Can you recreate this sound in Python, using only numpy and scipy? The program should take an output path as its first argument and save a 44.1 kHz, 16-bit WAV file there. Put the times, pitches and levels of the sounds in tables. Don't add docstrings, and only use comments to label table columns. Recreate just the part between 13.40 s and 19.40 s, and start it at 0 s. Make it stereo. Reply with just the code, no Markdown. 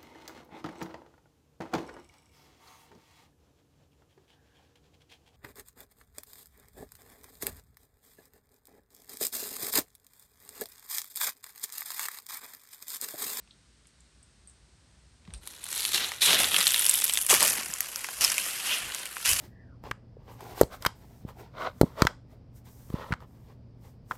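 import sys
import numpy as np
from scipy import signal
from scipy.fft import rfft, irfft
from scipy.io import wavfile
from scipy.ndimage import uniform_filter1d, map_coordinates

SR = 44100
rng = np.random.default_rng(int(sys.argv[2]) if len(sys.argv) > 2 else 0)


def unload_audio(sound):
    columns = np.transpose(np.atleast_2d(sound))
    steps = np.round(np.clip(columns, -1, 1) * 32767)
    wavfile.write(sys.argv[1], SR, steps.astype(np.int16))


N = 264600
TIME = np.arange(N) / SR


def from_db(db):
    return np.exp(np.asarray(db) * (np.log(10) / 20))


def rms_one(x):
    return x / np.sqrt(np.mean(x ** 2) + 1e-20)


def peak_one(x):
    return x / (np.abs(x).max() + 1e-20)


def in_time(rows):
    seconds, *columns = np.transpose(rows)
    return [np.interp(TIME, seconds, column) for column in columns]


def at_hz(points, hz):
    point_hz, value = np.transpose(points)
    return np.interp(np.log(hz), np.log(point_hz), value)


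def spectrum_hz():
    return np.maximum(np.fft.rfftfreq(N, 1 / SR), 1)


def band(x, low, high, order=2):
    high = min(high, .47 * SR)
    low = min(low, high / 1.05)
    return signal.sosfilt(signal.butter(order, [low, high], "band", fs=SR, output="sos"), x)


def add(track, s, sound):
    i = int(np.clip(s * SR, 0, N - 1))
    track[..., i:i + sound.shape[-1]] += sound[..., :N - i]


def pair(white, alike):
    alike = np.clip(alike, 0, 1)
    shared = np.sqrt((1 + alike) / 2) * white[0]
    opposed = np.sqrt((1 - alike) / 2) * white[1]
    return shared + opposed * [[1], [-1]]


def drift(per_s):
    knots = rng.standard_normal(size=600)
    return rms_one(np.interp(TIME * per_s, np.arange(len(knots)), knots))


def delayed(x, ms):
    return map_coordinates(x, [np.arange(N) - ms * SR / 1000], order=2, mode="nearest")


def air_noise(spectrum, alike):
    white = pair(rng.standard_normal((2, N)), alike)
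    return rms_one(irfft(rfft(white) * from_db(at_hz(spectrum, spectrum_hz())), N))


# frequency in Hz, relative density in dB per Hz.
FOREST_COLOUR = [(30, -25), (44, -15), (59, 5), (78, -12), (125, -11), (240, -15.5), (450, -24), (800, -28),
                 (1600, -25), (2800, -28), (4300, -25.5), (7600, -30.5), (8400, -24.5), (11500, -47),
                 (15000, -75)]
FOREST_DB = -60.2


def forest_air():
    return from_db(FOREST_DB) * air_noise(FOREST_COLOUR, alike=0.28) * from_db([[-1.8], [1.8]])


# frequency in Hz, relative density in dB per Hz.
RUMBLE_COLOUR = [(20, -36), (36, -8), (50, -7), (75, -2.5), (120, -10), (250, -21), (1000, -28),
                 (8000, -100)]
# time of greatest height in s, level in dB, half-length (power down to 1/e) in s.
HAND_SHIFTS = [(1.5, -64.5, .55), (1.93, -50.5, .05), (2.7, -61, .7), (3.03, -49.5, .075), (4.1, -60, .22),
               (4.87, -59.5, .08), (5.46, -50, .035), (5.95, -46.5, .055)]


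def handling():
    power = np.zeros(N)
    for s, db, half_s in HAND_SHIFTS:
        power += from_db(db) ** 2 * np.exp(-((TIME - s) / half_s) ** 2)
    return np.sqrt(power) * air_noise(RUMBLE_COLOUR, alike=0.69)


# start in s, peak in dB before the common lift, pitch in Hz, band half-width relative to pitch.
TICKS = [(.075, -48, 1990, 1), (.108, -42.5, 3800, 0.13), (.455, -51, 2000, .9), (.47, -46.5, 8200, .15),
         (.605, -46, 7900, 0.095), (0.829, -39.5, 8400, 0.062), (1.074, -32, 8360, 0.037),
         (1.096, -44, 8150, 0.1), (1.852, -44, 2380, 0.8), (1.876, -40.5, 1490, 1.2),
         (1.905, -43, 2200, .8), (1.9365, -30, 8700, 0.056), (1.938, -32, 2490, 1), (1.946, -38, 4400, .3),
         (1.976, -42, 8100, 0.093)]


def ticks(level_db, fade_s, tail_db, tail_s):
    out, t = np.zeros((2, N)), TIME[:SR // 8]
    fade = np.exp(-t / fade_s) + from_db(tail_db) * np.exp(-t / tail_s)
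    for s, db, hz, width in TICKS:
        burst = pair(rng.standard_normal((2, len(t))), 0.26) * fade
        tick = peak_one(band(burst, hz / (1 + width), hz * (1 + width)))
        add(out, s, from_db(db + level_db) * tick)
    return out


# start in s, peak in dB before the bearing, pitch in Hz, 60 dB decay of the push in s.
THUMPS = [(1.877, -41, 130, 0.085), (1.915, -40, 50, 0.2), (2.935, -30.5, 338, .06),
          (2.995, -35, 232, 0.096), (3.908, -24, 700, 0.036), (3.926, -17.5, 735, 0.027),
          (3.928, -22.5, 375, 0.04), (4.02, -22.5, 800, .16), (4.185, -39, 244, 0.038),
          (4.29, -44, 139, 0.091), (5.875, -34.5, 51, 0.37)]


def thumps(width):
    out, t = np.zeros(N), TIME[:SR // 4]
    for s, db, hz, t60 in THUMPS:
        push = rng.standard_normal(len(t)) * from_db(-60 * t / t60)
        add(out, s, from_db(db) * peak_one(band(push, hz / (1 + width), hz * (1 + width))))
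    return out


def press_envelope(s, attack_s, hold_s, release_s):
    t = TIME - s
    settling = np.maximum(t - attack_s - hold_s, 0)
    return np.clip(t / attack_s, 0, 1) * from_db(-20 * settling / release_s)


# start in s, attack in s, hold in s,
# release to -20 dB in s, relative crunch in dB, relative weight on the soil in dB,
# crispness against crunch in dB, share that is fracture rather than sliding 0-1.
PRESSES = [(2.525, .02, .015, .1, -28, 2, -1, .5), (2.59, .015, .04, .08, -34, 2, -6, .3),
           (2.806, .018, .09, .15, -23.8, -5, -.5, .3), (2.85, .04, .06, .11, -27.5, 8, -8, .25),
           (2.975, .015, .025, .16, -26.5, 6, 1.5, .5), (3.1, .05, .055, .06, -32, 8.5, 1, .7),
           (3.885, .018, .02, .14, -19.7, 0.5, .5, .6), (3.995, .015, .03, .22, -26, 6, 3, .75),
           (4.06, .015, .012, .07, -30, -2, 3, .7), (4.804, .008, .016, .19, -23, -3, -3, .55),
           (5.22, .05, .08, .13, -30.8, -1.5, -3.5, .02), (5.838, .025, .045, .12, -24.5, -6, 0, .5),
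           (5.975, .015, .025, .12, -29, -7, -1, .5)]
PRESS_SOIL_DB, PRESS_CRUMPLE_DB = -18, -11
CRUMPLE_PER_WEIGHT = .55
# time in s, relative crunch in dB, crispness against crunch in dB.
RUSTLE = [(2.0, -67, 2), (2.08, -54, 5), (2.19, -57, 4), (2.36, -38, 5.5), (2.66, -39, 0), (2.79, -49, -1),
          (3.18, -29.5, 2), (3.55, -32.5, 6), (3.86, -40, 8.5), (4.17, -37.5, 0), (4.28, -43, 2),
          (4.78, -43, 3), (5.02, -36, 2), (5.2, -38.5, 2), (5.45, -40.5, -4), (5.58, -40, 0),
          (5.72, -46.5, 2), (6.0, -37, 0)]
RUSTLE_MID_DB, CRISP_THINS = -37.3, .7
RUSTLE_SOIL_DB, SOIL_FOLLOWS = -53, .42
RUSTLE_CRUMPLE_DB, CRUMPLE_FOLLOWS = -44.5, .68
# time in s, share of the rustle that is fracture 0-1.
DRYNESS = [(2.2, .75), (2.7, .58), (3.3, .78), (3.8, .88), (4.4, .7), (5.1, .38), (5.7, .65)]


def tread():
    rustle_db, crisp_db = in_time(RUSTLE)
    swing = rustle_db - RUSTLE_MID_DB - CRISP_THINS * crisp_db
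    soil_db = RUSTLE_SOIL_DB + SOIL_FOLLOWS * swing
    crumple_db = RUSTLE_CRUMPLE_DB + CRUMPLE_FOLLOWS * swing
    power = from_db([soil_db, crumple_db, rustle_db, rustle_db + crisp_db]) ** 2
    breaking = in_time(DRYNESS)[0] * power[2]
    for s, attack_s, hold_s, release_s, db, weight_db, crisp_db, brittle in PRESSES:
        soil_db = PRESS_SOIL_DB + weight_db
        crumple_db = PRESS_CRUMPLE_DB + CRUMPLE_PER_WEIGHT * weight_db
        gains = from_db(db) * from_db([soil_db, crumple_db, 0, crisp_db])
        press = np.outer(gains, press_envelope(s, attack_s, hold_s, release_s)) ** 2
        power = power + press
        breaking = breaking + brittle * press[2]
    return 10 * np.log10(power), np.clip(breaking / power[2], 0, .97)


STALKS_PER_S = 10
STALK_OVER_CRUNCH_DB, STALK_SPREAD_DB = 10, 2.0
THIN_STALK_HZ, THIN_SHARE = 9000, .6
STALK_CRACK_DB = -3


def lesser_stalks(crunch_db, brittle):
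    rows, start = [], RUSTLE[0][0]
    chances, spreads = rng.random((200, 3)), rng.standard_normal((200, 2))
    for k, (when, breaks, kind) in enumerate(chances):
        size, pitch = spreads[k]
        s = start + (k + when) / STALKS_PER_S
        i = int(s * SR)
        if i < N and breaks < brittle[i]:
            hz = THIN_STALK_HZ if kind < THIN_SHARE else np.interp(s, *np.transpose(RING))
            db = crunch_db[i] + STALK_OVER_CRUNCH_DB + STALK_SPREAD_DB * size
            rows.append((s, db, hz * np.exp(.1 * pitch), STALK_CRACK_DB))
    return rows


# start in s,
# peak in dB before the common lift and bearing, pitch in Hz, broad crack against the ring in dB.
SNAPS = [(2.0743, -24.5, 8730, 0.5), (2.2415, -23, 9700, -12), (2.3282, -20, 7600, 4),
         (2.378, -18.5, 9600, 3), (2.4062, -17, 10900, 5), (2.4513, -14.5, 4150, 4),
         (2.5454, -11, 3930, -3), (2.7184, -22, 1950, -1), (2.9307, -11, 3500, -9),
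         (2.9444, -13, 3930, -12), (3.044, -14, 3330, -10), (3.1635, -10.5, 3330, -6),
         (3.2052, -13, 3530, 0), (3.211, -11, 3700, -3), (3.269, -6, 4700, -5), (3.2769, -10, 8460, -10),
         (3.3438, -12, 3610, -15), (3.3932, -12, 9700, -20), (3.4535, -14, 11100, -10),
         (3.464, -10, 10500, -9), (3.4944, -6.5, 8300, -18), (3.4977, -9, 8600, -20),
         (3.5403, -12, 10800, -19), (3.642, -8.5, 12000, -15), (3.6961, -11.5, 3330, -4),
         (3.7369, -9.5, 8400, -5), (3.7735, -8, 3730, -6), (3.865, -14.5, 8940, -14.5),
         (3.9482, -7, 8600, 10), (4.028, -6, 8560, 4), (4.079, -9, 9000, 8), (4.1812, -19, 1993, 7),
         (4.2105, -21, 1280, 8), (4.338, -17.5, 7640, -20), (4.406, -10.5, 12400, 4),
         (4.5594, -17, 11200, 10), (4.6447, -18, 2140, -7), (4.6874, -21.5, 1420, -12),
         (4.847, -6, 5260, -6), (4.9015, -17, 5500, -6), (4.9182, -15, 9780, 3), (4.981, -11, 2700, 3),
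         (5.5474, -17.5, 7460, 5), (5.656, -21.5, 8150, 4), (5.7677, -23, 1600, -3),
         (5.8585, -10, 2630, 15), (5.9333, -10.5, 10800, 9)]


def snaps(rows, level_db, crack_s, ring_s, width_hz, scatter_db, scatter_s):
    out, t = np.zeros((2, N)), TIME[:SR // 25]
    for s, db, hz, crack_db in rows:
        white = rng.standard_normal((4, len(t)))
        tearing = np.sign(white[:2])
        crack = peak_one(band(tearing[0] * np.exp(-t / crack_s), 1270, 15500))
        low = np.hypot(hz, width_hz / 2) - width_hz / 2
        ring = peak_one(band(tearing[1] * np.exp(-t / ring_s), low, low + width_hz, order=1))
        snap = peak_one(ring + from_db(crack_db) * crack)
        shaken = rms_one(band(pair(white[2:], 0.54), hz / 2, hz * 2)) * np.exp(-t / scatter_s)
        add(out, s, from_db(db + level_db) * (snap + from_db(scatter_db) * shaken))
    return out


def fractures(per_s, spread_db, clump_db):
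    clumps = rms_one(uniform_filter1d(rng.standard_normal(N), SR // 120))
    chance, sizes = rng.random(N), rng.exponential(1, N)
    at = np.flatnonzero(chance < per_s * from_db(clump_db * clumps) / SR)
    return at, from_db(spread_db * np.minimum(sizes[at], 3.3))


TREAD_HZ = (450, 1400, 3600, 9000)
# frequency in Hz, relative density in dB per Hz.
LEAF_COLOUR = [(100, -15), (200, -9.5), (400, -11), (800, -6.5), (1400, -1), (2000, -1.5), (3000, 0.5),
               (4500, 1.8), (6500, 1), (8500, 1), (12500, 2.2), (16000, -3.5)]
# frequency in Hz, likeness 0-1.
LIKENESS = [(100, 0.85), (1000, 0.83), (3000, 0.62), (5000, 0.12), (6000, .1), (7500, .7), (9000, .98)]


def litter(tread_db, brittle, level_db, body_db, crunch_db, colour_db, fade_s, cycles, patchy_db):
    at, sizes = fractures(per_s=750, spread_db=3.5, clump_db=3.5)
    edges = np.geomspace(110, 16500, 17)
    centres = np.sqrt(edges[1:] * edges[:-1])
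    power = from_db(at_hz(LEAF_COLOUR, centres)) ** 2 * np.diff(edges)
    zone = np.digitize(centres, [900, 2200, 6000])
    swell = np.array([db - 10 * np.log10(power[zone == k].sum()) for k, db in enumerate(tread_db)])
    swell[:2] += body_db
    swell[2] += crunch_db
    white, out = rng.standard_normal((2, 2, N)), np.zeros((2, N))
    colours = rng.standard_normal(size=(20000, len(centres) + 1))[:len(at)]
    for k, hz in enumerate(centres):
        energy = np.zeros(N)
        own_colour = (colours[:, k] + colours[:, k + 1]) / 2
        energy[at] = (sizes * from_db(colour_db * own_colour)) ** 2
        keep = np.exp(-2 / (SR * (fade_s + cycles / hz)))
        energy = signal.lfilter([1 - keep], [1, -keep], energy + 1e-12)
        energy = uniform_filter1d(energy, size=8)
        energy /= uniform_filter1d(energy, SR // 25) + 1e-9
        grain = np.sqrt(brittle * np.abs(energy) + 1 - brittle)
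        grainy = pair(white[k % 2], at_hz(LIKENESS, hz)) * grain
        sound = rms_one(band(grainy, edges[k], edges[k + 1]))
        weights = np.array([np.interp(np.log(hz), np.log(TREAD_HZ), row) for row in np.eye(len(TREAD_HZ))])
        band_db = weights @ swell + level_db + patchy_db * drift(per_s=45)
        out += sound * (np.sqrt(power[k]) * from_db(band_db))
    return out * np.clip((TIME - RUSTLE[0][0]) / 0.023, 0, 1)


# time in s, pitch in Hz.
RING = [(2.5, 4300), (2.9, 4050), (3.1, 3750), (3.75, 3650), (4.05, 3200), (5.3, 3200)]


def leaf_ring(x, brittle, width_hz, ring_db, sliding_db):
    centre, r = in_time(RING)[0], np.exp(-np.pi * width_hz / SR)
    out, state = np.zeros_like(x), np.zeros((2, 2))
    for i in range(0, N, 256):
        block = slice(i, i + 256)
        poles = [1, -2 * r * np.cos(2 * np.pi * centre[i] / SR), r * r]
        out[:, block], state = signal.lfilter([0, sum(poles), 0], poles, x[:, block], zi=state)
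    return x + from_db(ring_db + sliding_db * (1 - brittle) ** 4) * out


def off_the_body(x, echo_db, lag_ms, sway_ms):
    ms = np.abs(lag_ms + sway_ms * drift(per_s=8))
    return x + from_db(echo_db) * np.array([delayed(side, ms) for side in x])


# time in s, lead of the right microphone in ms, left minus right in dB.
BEARING = [(2.7, -0.044, 6.5), (2.85, 0.025, 5), (3.7, 0.041, 2.5), (3.9, .13, 2.3), (4.95, 0.12, 3.2),
           (5.25, 0.01, 2.3), (5.6, 0.01, 2), (5.85, .13, 2.6)]
# frequency in Hz, phase in radians.
PORT_PHASE = [(150, 0), (600, .7), (1500, .85), (2750, .55), (3700, 0), (4900, -1)]
BLEND_HZ = 6400


def from_ground(x):
    lead_ms, pan_db = in_time(BEARING)
    hz = spectrum_hz()
    right = irfft(rfft(delayed(x[1], -lead_ms)) * np.exp(-1j * at_hz(PORT_PHASE, hz)), N)
    spaced = np.array([x[0] * from_db(pan_db / 2), right * from_db(-pan_db / 2)])
    treble = 1 / (1 + (BLEND_HZ / hz) ** 12)
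    return irfft(from_db(1.0) * rfft(spaced) * (1 - treble) + rfft(x) * treble, N)


def scene():
    forest, hand = forest_air(), handling()
    small = ticks(level_db=1.5, fade_s=0.0016, tail_db=-15, tail_s=0.027)
    low_thumps = thumps(width=0.36)
    tread_db, brittle = tread()
    stalks = SNAPS + lesser_stalks(tread_db[2], brittle)
    twigs = snaps(stalks, level_db=3.5, crack_s=0.00077, ring_s=.001, width_hz=920,
                  scatter_db=-19, scatter_s=0.007)
    crushed = litter(tread_db, brittle, level_db=0.6, body_db=-1.6, crunch_db=0, colour_db=5.0,
                     fade_s=0.00047, cycles=1.0, patchy_db=1.5)
    ringing = leaf_ring(crushed, brittle, width_hz=770, ring_db=-16, sliding_db=8)
    leaves = off_the_body(ringing, echo_db=-12, lag_ms=1.9, sway_ms=0.403)
    return from_ground(leaves + twigs + low_thumps) + small + hand + forest


TURN_HZ, TURN_WIDTH_HZ = 12700, 1100
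LOW_CUT_HZ, CUTOFF_HZ = 37, 15900


def record(dry):
    hz = np.fft.rfftfreq(N, 1 / SR)
    turn = np.pi / 2 * (1 + np.tanh((hz - TURN_HZ) / TURN_WIDTH_HZ))
    wide = np.array([dry[0], irfft(rfft(dry[1]) * np.exp(-1j * turn), N)])
    bass_cut = signal.sosfilt(signal.butter(6, LOW_CUT_HZ, "high", fs=SR, output="sos"), wide)
    clipped = np.clip(bass_cut, -.8, .8)
    return signal.sosfilt(signal.ellip(10, .1, 80, CUTOFF_HZ, fs=SR, output="sos"), clipped)


dry = scene()
out = record(dry)
unload_audio(out)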